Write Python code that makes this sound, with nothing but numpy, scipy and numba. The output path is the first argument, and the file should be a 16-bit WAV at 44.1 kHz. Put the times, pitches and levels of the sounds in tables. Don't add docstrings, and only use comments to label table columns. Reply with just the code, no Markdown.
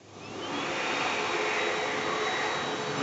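import sys
import numpy as np
from scipy import signal
from scipy.io import wavfile
from scipy.ndimage import uniform_filter1d
from numba import njit

SR = 44100
rng = np.random.default_rng(int(sys.argv[2]) if len(sys.argv) > 2 else 0)


def generate_wav(sig):
    pcm = np.round(np.clip(np.atleast_2d(sig).T, -1, 1) * 32767).astype(np.int16)
    wavfile.write(sys.argv[1], SR, pcm)


def invert_db(x):
    u = np.asarray(x, float) / 20
    return 10 ** u


N = 133182
TIME_S = np.arange(N) / SR
FULL_HZ = 429.5
BLADES = 9


def unit(x):
    return x / np.sqrt(np.mean(x ** 2))


@njit
def bandpass(x, hz, width):
    y, band, low = np.empty(len(x)), 0., 0.
    for i in range(len(x)):
        g, k = np.tan(np.pi * hz[i] / SR), width / hz[i]
        v = (band + g * (x[i] - low)) / (1 + g * (g + k))
        band, low, y[i] = 2 * v - band, low + 2 * g * v, k * v
    return y


def ringing(hz, width):
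    return unit(bandpass(rng.standard_normal(N), np.zeros(N) + hz, float(width)))


def walk(rate):
    hold = int(SR / rate)
    steps = np.repeat(rng.standard_normal(N // hold + 1), hold)
    slewed = uniform_filter1d(uniform_filter1d(steps, hold), hold)
    return 2 * np.tanh(.7 * slewed[:N])


def curve(table, column):
    rows = np.array(table, float)
    return uniform_filter1d(np.interp(TIME_S, rows[:, 0], rows[:, column]), size=800, mode="nearest")


def swell(peak_s, length_s):
    return np.cos(np.pi / 2 * np.clip((TIME_S - peak_s) / length_s, -1, 1)) ** 2


def resonances(table, flicker_db, drift):
    out = 0
    for hz, width, db in table:
        level = invert_db(db + flicker_db * walk(9.91))
        out = out + level * ringing(hz * (1 + drift * walk(3.0)), width)
    return unit(out)


# time_s [s], shaft_hz [Hz]
SPIN_UP = [(0, 175), (.1, 226), (.2, 268), (.28, 295), (.36, 318), (.44, 338), (.52, 358), (.6, 374),
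           (.7, 389), (.8, 400.5), (.9, 409), (1.0, 416), (1.2, 422.5), (1.4, 427), (1.6, 427.3),
           (1.9, 428.7), (2.3, 429.3), (3.02, 429.7)]


def shaft_speed():
    return curve(SPIN_UP, column=1)


def air_speed(shaft):
    stall_share = 0.27
    return np.clip(shaft / FULL_HZ - stall_share, .01, 1) / (1 - stall_share)


# pitch_hz [Hz], level_db [dB per Hz], growth [power of speed]
ROAR_BANDS = [
    (60, -29, 0.74),
    (323, -14.5, 0.44),
    (614, -11.5, 0.7),
    (1500, -14.5, 2.1),
    (2880, -20, 1.03),
    (5100, -25.5, 0.72),
    (6200, -26, 0.84),
    (7700, -29.5, 0.91),
]


def roar(speed):
    rows, out, common = np.array(ROAR_BANDS), 0, walk(2.8)
    log_hz = np.log(rows[:, 0])
    for hz in 60 * 2 ** (np.arange(22) / 3):
        db = np.interp(np.log(hz), log_hz, rows[:, 1])
        power = np.interp(np.log(hz), log_hz, rows[:, 2])
        centre = np.full(N, hz)
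        band = bandpass(bandpass(rng.standard_normal(N), centre, hz / 3), centre, hz / 3)
        out = out + invert_db(db + .4 * common + .8 * walk(9)) * band * speed ** (2 * power)
    at_speed = np.sqrt(np.mean(out[N // 2:] ** 2))
    return invert_db(-35.5) * out / at_speed


# pitch_hz [Hz], width_hz [Hz], level_db [dB]
CASING_MODES = [(349.2, 25, -8.5), (435, 47, -6), (490, 21, -8.5), (521.4, 28, -5), (733, 44, -3),
                (819, 37, -5.5), (913, 77, -6.5), (1062, 210, -4.5), (1176, 58, -4), (1347, 14, -13),
                (3480, 72, -16.5), (4304, 250, -13), (5500, 450, -15.5)]


def casing(speed, splash_db):
    level = invert_db(-34 + 0.26 * splash_db)
    return level * speed ** (2 * 1.14) * resonances(CASING_MODES, flicker_db=2.5, drift=.004)


def shaft_angle(shaft):
    waver = .0006 + .02 * (1 - shaft / FULL_HZ)
    return 2 * np.pi * np.cumsum(shaft * (1 + waver * walk(40))) / SR


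# time_s [s], level_db [dB]
BLADE_LEVEL = [(.17, -72), (.2, -55), (.25, -55), (.28, -52), (.34, -55), (.37, -60), (.405, -66),
               (.425, -46), (.46, -45), (.485, -52), (.52, -64), (.545, -45), (.64, -45), (.66, -62),
               (.7, -50), (.73, -58), (.76, -48), (.79, -50), (.815, -64), (.85, -50), (.91, -50),
               (.94, -44), (1.025, -45), (1.05, -54), (1.08, -44), (1.18, -49), (1.225, -58), (1.28, -46),
               (1.33, -46), (1.355, -56), (1.39, -48), (1.45, -53), (1.485, -46), (1.53, -48), (1.555, -60),
               (1.585, -43), (1.62, -41.5), (1.685, -43), (1.71, -53), (1.77, -44), (1.87, -46),
               (1.92, -58), (1.99, -58), (2.04, -47), (2.2, -46), (2.29, -39.5), (2.37, -42), (2.43, -46),
               (2.52, -42), (2.62, -42.5), (2.71, -43.5), (2.76, -49), (2.8, -46), (2.85, -49),
               (2.895, -44), (2.92, -62), (2.94, -60), (2.96, -48), (3.02, -50)]


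def blade_whine(shaft, angle):
    octave_hz, octave_width_hz = 5160, 180
    off_peak = 2 * (2 * BLADES * shaft - octave_hz) / octave_width_hz
    octave = invert_db(-2) / (1 + off_peak ** 2)
    shortfall = 1 - shaft / FULL_HZ
    lift_db = 6 * np.sqrt(np.clip(shortfall, 0, .1))
    flutter_db = (1 + 8 * shortfall) * walk(55)
    level = invert_db(curve(BLADE_LEVEL, column=1) + lift_db + flutter_db)
    return np.sqrt(2) * level * (np.sin(BLADES * angle) + octave * np.sin(2 * BLADES * angle))


# time_s [s], level_db [dB]
SHAFT_LEVEL = [(.2, -78), (.4, -50), (.8, -56), (1.02, -55), (1.07, -39), (1.12, -45), (1.2, -35),
               (1.24, -41), (1.28, -60), (1.32, -38), (1.44, -35.5), (1.52, -39), (1.56, -36), (1.6, -41),
               (1.68, -35), (1.72, -40), (1.8, -36), (1.88, -42), (2.0, -39), (2.04, -47), (2.08, -37),
               (2.12, -42), (2.16, -36), (2.24, -34), (2.32, -45), (2.4, -41), (2.44, -35), (2.52, -45),
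               (2.56, -40), (2.61, -52), (2.69, -40), (2.76, -45), (2.8, -39), (2.84, -43), (2.92, -36),
               (2.96, -49), (3.02, -32)]


def shaft_tone(angle):
    return np.sqrt(2) * invert_db(curve(SHAFT_LEVEL, column=1) + 0.96 * walk(20)) * np.sin(angle)


def motor_hum():
    hum_hz, starting_until_s, after_share = 102.4, .63, 0.9
    fade_in = np.clip(TIME_S / 0.1, 0, 1)
    load = after_share + np.clip((starting_until_s - TIME_S) / .05, 0, 1)
    level = invert_db(-61.5 + .8 * walk(2.9)) * fade_in * load
    return np.sqrt(2) * level * np.sin(2 * np.pi * hum_hz * TIME_S)


# time_s [s], splash_db [dB], draught_db [dB]
HAND_MOVES = [(0, -5.5, -2.5), (.3, -9, 11.5), (.55, 3, 8.5), (.65, 3.5, 6.5), (.95, 4, 5.5), (1.1, 4.5, 7),
              (1.3, 0.5, -2), (1.6, 2, -6.5), (1.9, -7, 0), (2.2, -7.5, -3), (2.47, -4.5, -5),
              (2.55, -10, 3.5), (2.72, -13, 1), (2.87, -24, 7.5), (2.96, -11, 8), (3.02, -2, 13)]


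def hand_levels():
    return curve(HAND_MOVES, column=1), curve(HAND_MOVES, column=2)


# pitch_hz [Hz], width_hz [Hz], level_db [dB]
SPLASH_MODES = [
    (1349, 73, -6),
    (1626, 300, -5),
    (1930, 260, -2),
    (2150, 95, -13.5),
    (2253, 60, -5.5),
    (2480, 120, -1.5),
    (2760, 44, -6.5),
    (3600, 2500, -4),
]


def splash(speed, splash_db):
    return invert_db(-37.5 + splash_db) * speed ** (2 * 1.4) * resonances(SPLASH_MODES, flicker_db=1.5, drift=.01)


# time_s [s], pitch_hz [Hz], level_db [dB]
PALM = [
    (.5, 2400, -65),
    (.6, 2570, -41.5),
    (.85, 2394, -41.5),
    (1.15, 2550, -41.5),
    (1.4, 2230, -38.5),
    (1.55, 2030, -37),
    (2.1, 2005, -38.5),
    (2.45, 1934, -37),
    (2.63, 1870, -40),
    (2.75, 1800, -57),
]


def cup():
    level = invert_db(curve(PALM, column=2) + 0.93 * walk(12))
    return level * ringing(curve(PALM, column=1), 223)


# pitch_hz [Hz], width_hz [Hz], level_db [dB]
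RUMBLE_MODES = [
    (109, 280, -2.5),
    (160.4, 82, 2),
    (277, 62, 7.5),
]


def draught(speed, draught_db):
    return invert_db(-46.5 + draught_db) * speed ** (2 * 0.9) * resonances(RUMBLE_MODES, flicker_db=3.0, drift=0.025)


# peak_s [s], pitch_hz [Hz], length_s [s, either side of the peak], level_db [dB]
FINGER_GUSTS = [(0.394, 389, .1, -44), (0.698, 306, 0.23, -48.5), (.62, 2294, 0.088, -49),
                (.8, 2020, 0.12, -45), (1.066, 425, 0.068, -38), (1.302, 1084, 0.17, -46),
                (1.447, 347, 0.5, -41.5), (1.56, 2450, 0.28, -43.5), (1.698, 506, 0.56, -39),
                (1.835, 170, 0.15, -47), (2.082, 162.6, 0.052, -52.5), (2.11, 1123, .15, -38.5),
                (2.125, 336, 0.11, -44), (2.253, 1110, 0.07, -39), (2.286, 743, 0.11, -40.5),
                (2.416, 503, 0.09, -40), (2.453, 827, 0.076, -37.5), (2.482, 717, 0.13, -45.5),
                (2.574, 1116, 0.13, -41.5), (2.695, 770, 0.058, -38), (2.76, 499, 0.72, -42.5),
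                (2.85, 143, 0.17, -52.5), (2.375, 4430, .16, -57.5), (2.585, 4320, .16, -51),
                (2.877, 4480, 0.16, -47), (1.016, 4460, 0.32, -48.5)]


def gusts():
    out = 0
    for peak_s, hz, length_s, db in FINGER_GUSTS:
        width = 0.23 * hz ** (3 / 4)
        out = out + invert_db(db) * swell(peak_s, length_s) * ringing(hz, width)
    return out


def tiles(air):
    t60_s, top_hz = 0.36, 2090
    lag = np.arange(SR // 2) / SR
    tail = rng.standard_normal(len(lag)) * invert_db(-60 * lag / t60_s) * (lag > .004)
    wet = signal.fftconvolve(air, tail / np.sqrt(np.sum(tail ** 2)))[:N]
    return invert_db(-9) * signal.sosfilt(signal.butter(2, top_hz, fs=SR, output="sos"), wet)


# pitch_hz [Hz], width_hz [Hz], depth [share 0-1]
DIPS = [
    (573, 130, 0.3),
    (2610, 90, 0.3),
    (4130, 150, 0.7),
    (4825, 700, 0.47),
]


def shadows(air):
    for hz, width, depth in DIPS:
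        air = air - np.clip(depth, 0, .9) * bandpass(air, np.full(N, float(hz)), float(width))
    return air


def room_tone():
    return invert_db(-58) * ringing(164, 150) + invert_db(-58) * rng.standard_normal(N)


def scene():
    shaft = shaft_speed()
    speed = air_speed(shaft)
    splash_db, draught_db = hand_levels()
    air = roar(speed) + casing(speed, splash_db)
    air = air + splash(speed, splash_db) + cup()
    air = air + draught(speed, draught_db) + gusts()
    air = shadows(air + tiles(air))
    angle = shaft_angle(shaft)
    whine = blade_whine(shaft, angle) + shaft_tone(angle) + motor_hum()
    mono = air + whine + room_tone()
    return np.array([mono, mono])


# peak_s [s], level_db [dB]
SIDE_SWELLS = [
    (2.824, -52.5),
    (2.987, -46),
]


def side_swells():
    level = sum(invert_db(db) * swell(peak_s, 0.021) for peak_s, db in SIDE_SWELLS)
    treble = signal.ellip(6, 1, 80, [4400, 7600], "band", fs=SR, output="sos")
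    return level * unit(signal.sosfilt(treble, rng.standard_normal(N)))


def band_limit(x):
    return signal.sosfilt(signal.butter(12, 8500, fs=SR, output="sos"), x)


def record(dry):
    low_cut_hz, top_hz = 70.7, 7276
    x = signal.sosfilt(signal.butter(3, low_cut_hz, "high", fs=SR, output="sos"), dry)
    x = signal.sosfilt(signal.cheby1(9, .3, top_hz, fs=SR, output="sos"), x)
    return band_limit(x + side_swells() * np.array([[1], [-1]]))


dry = scene()
out = record(dry)
generate_wav(out)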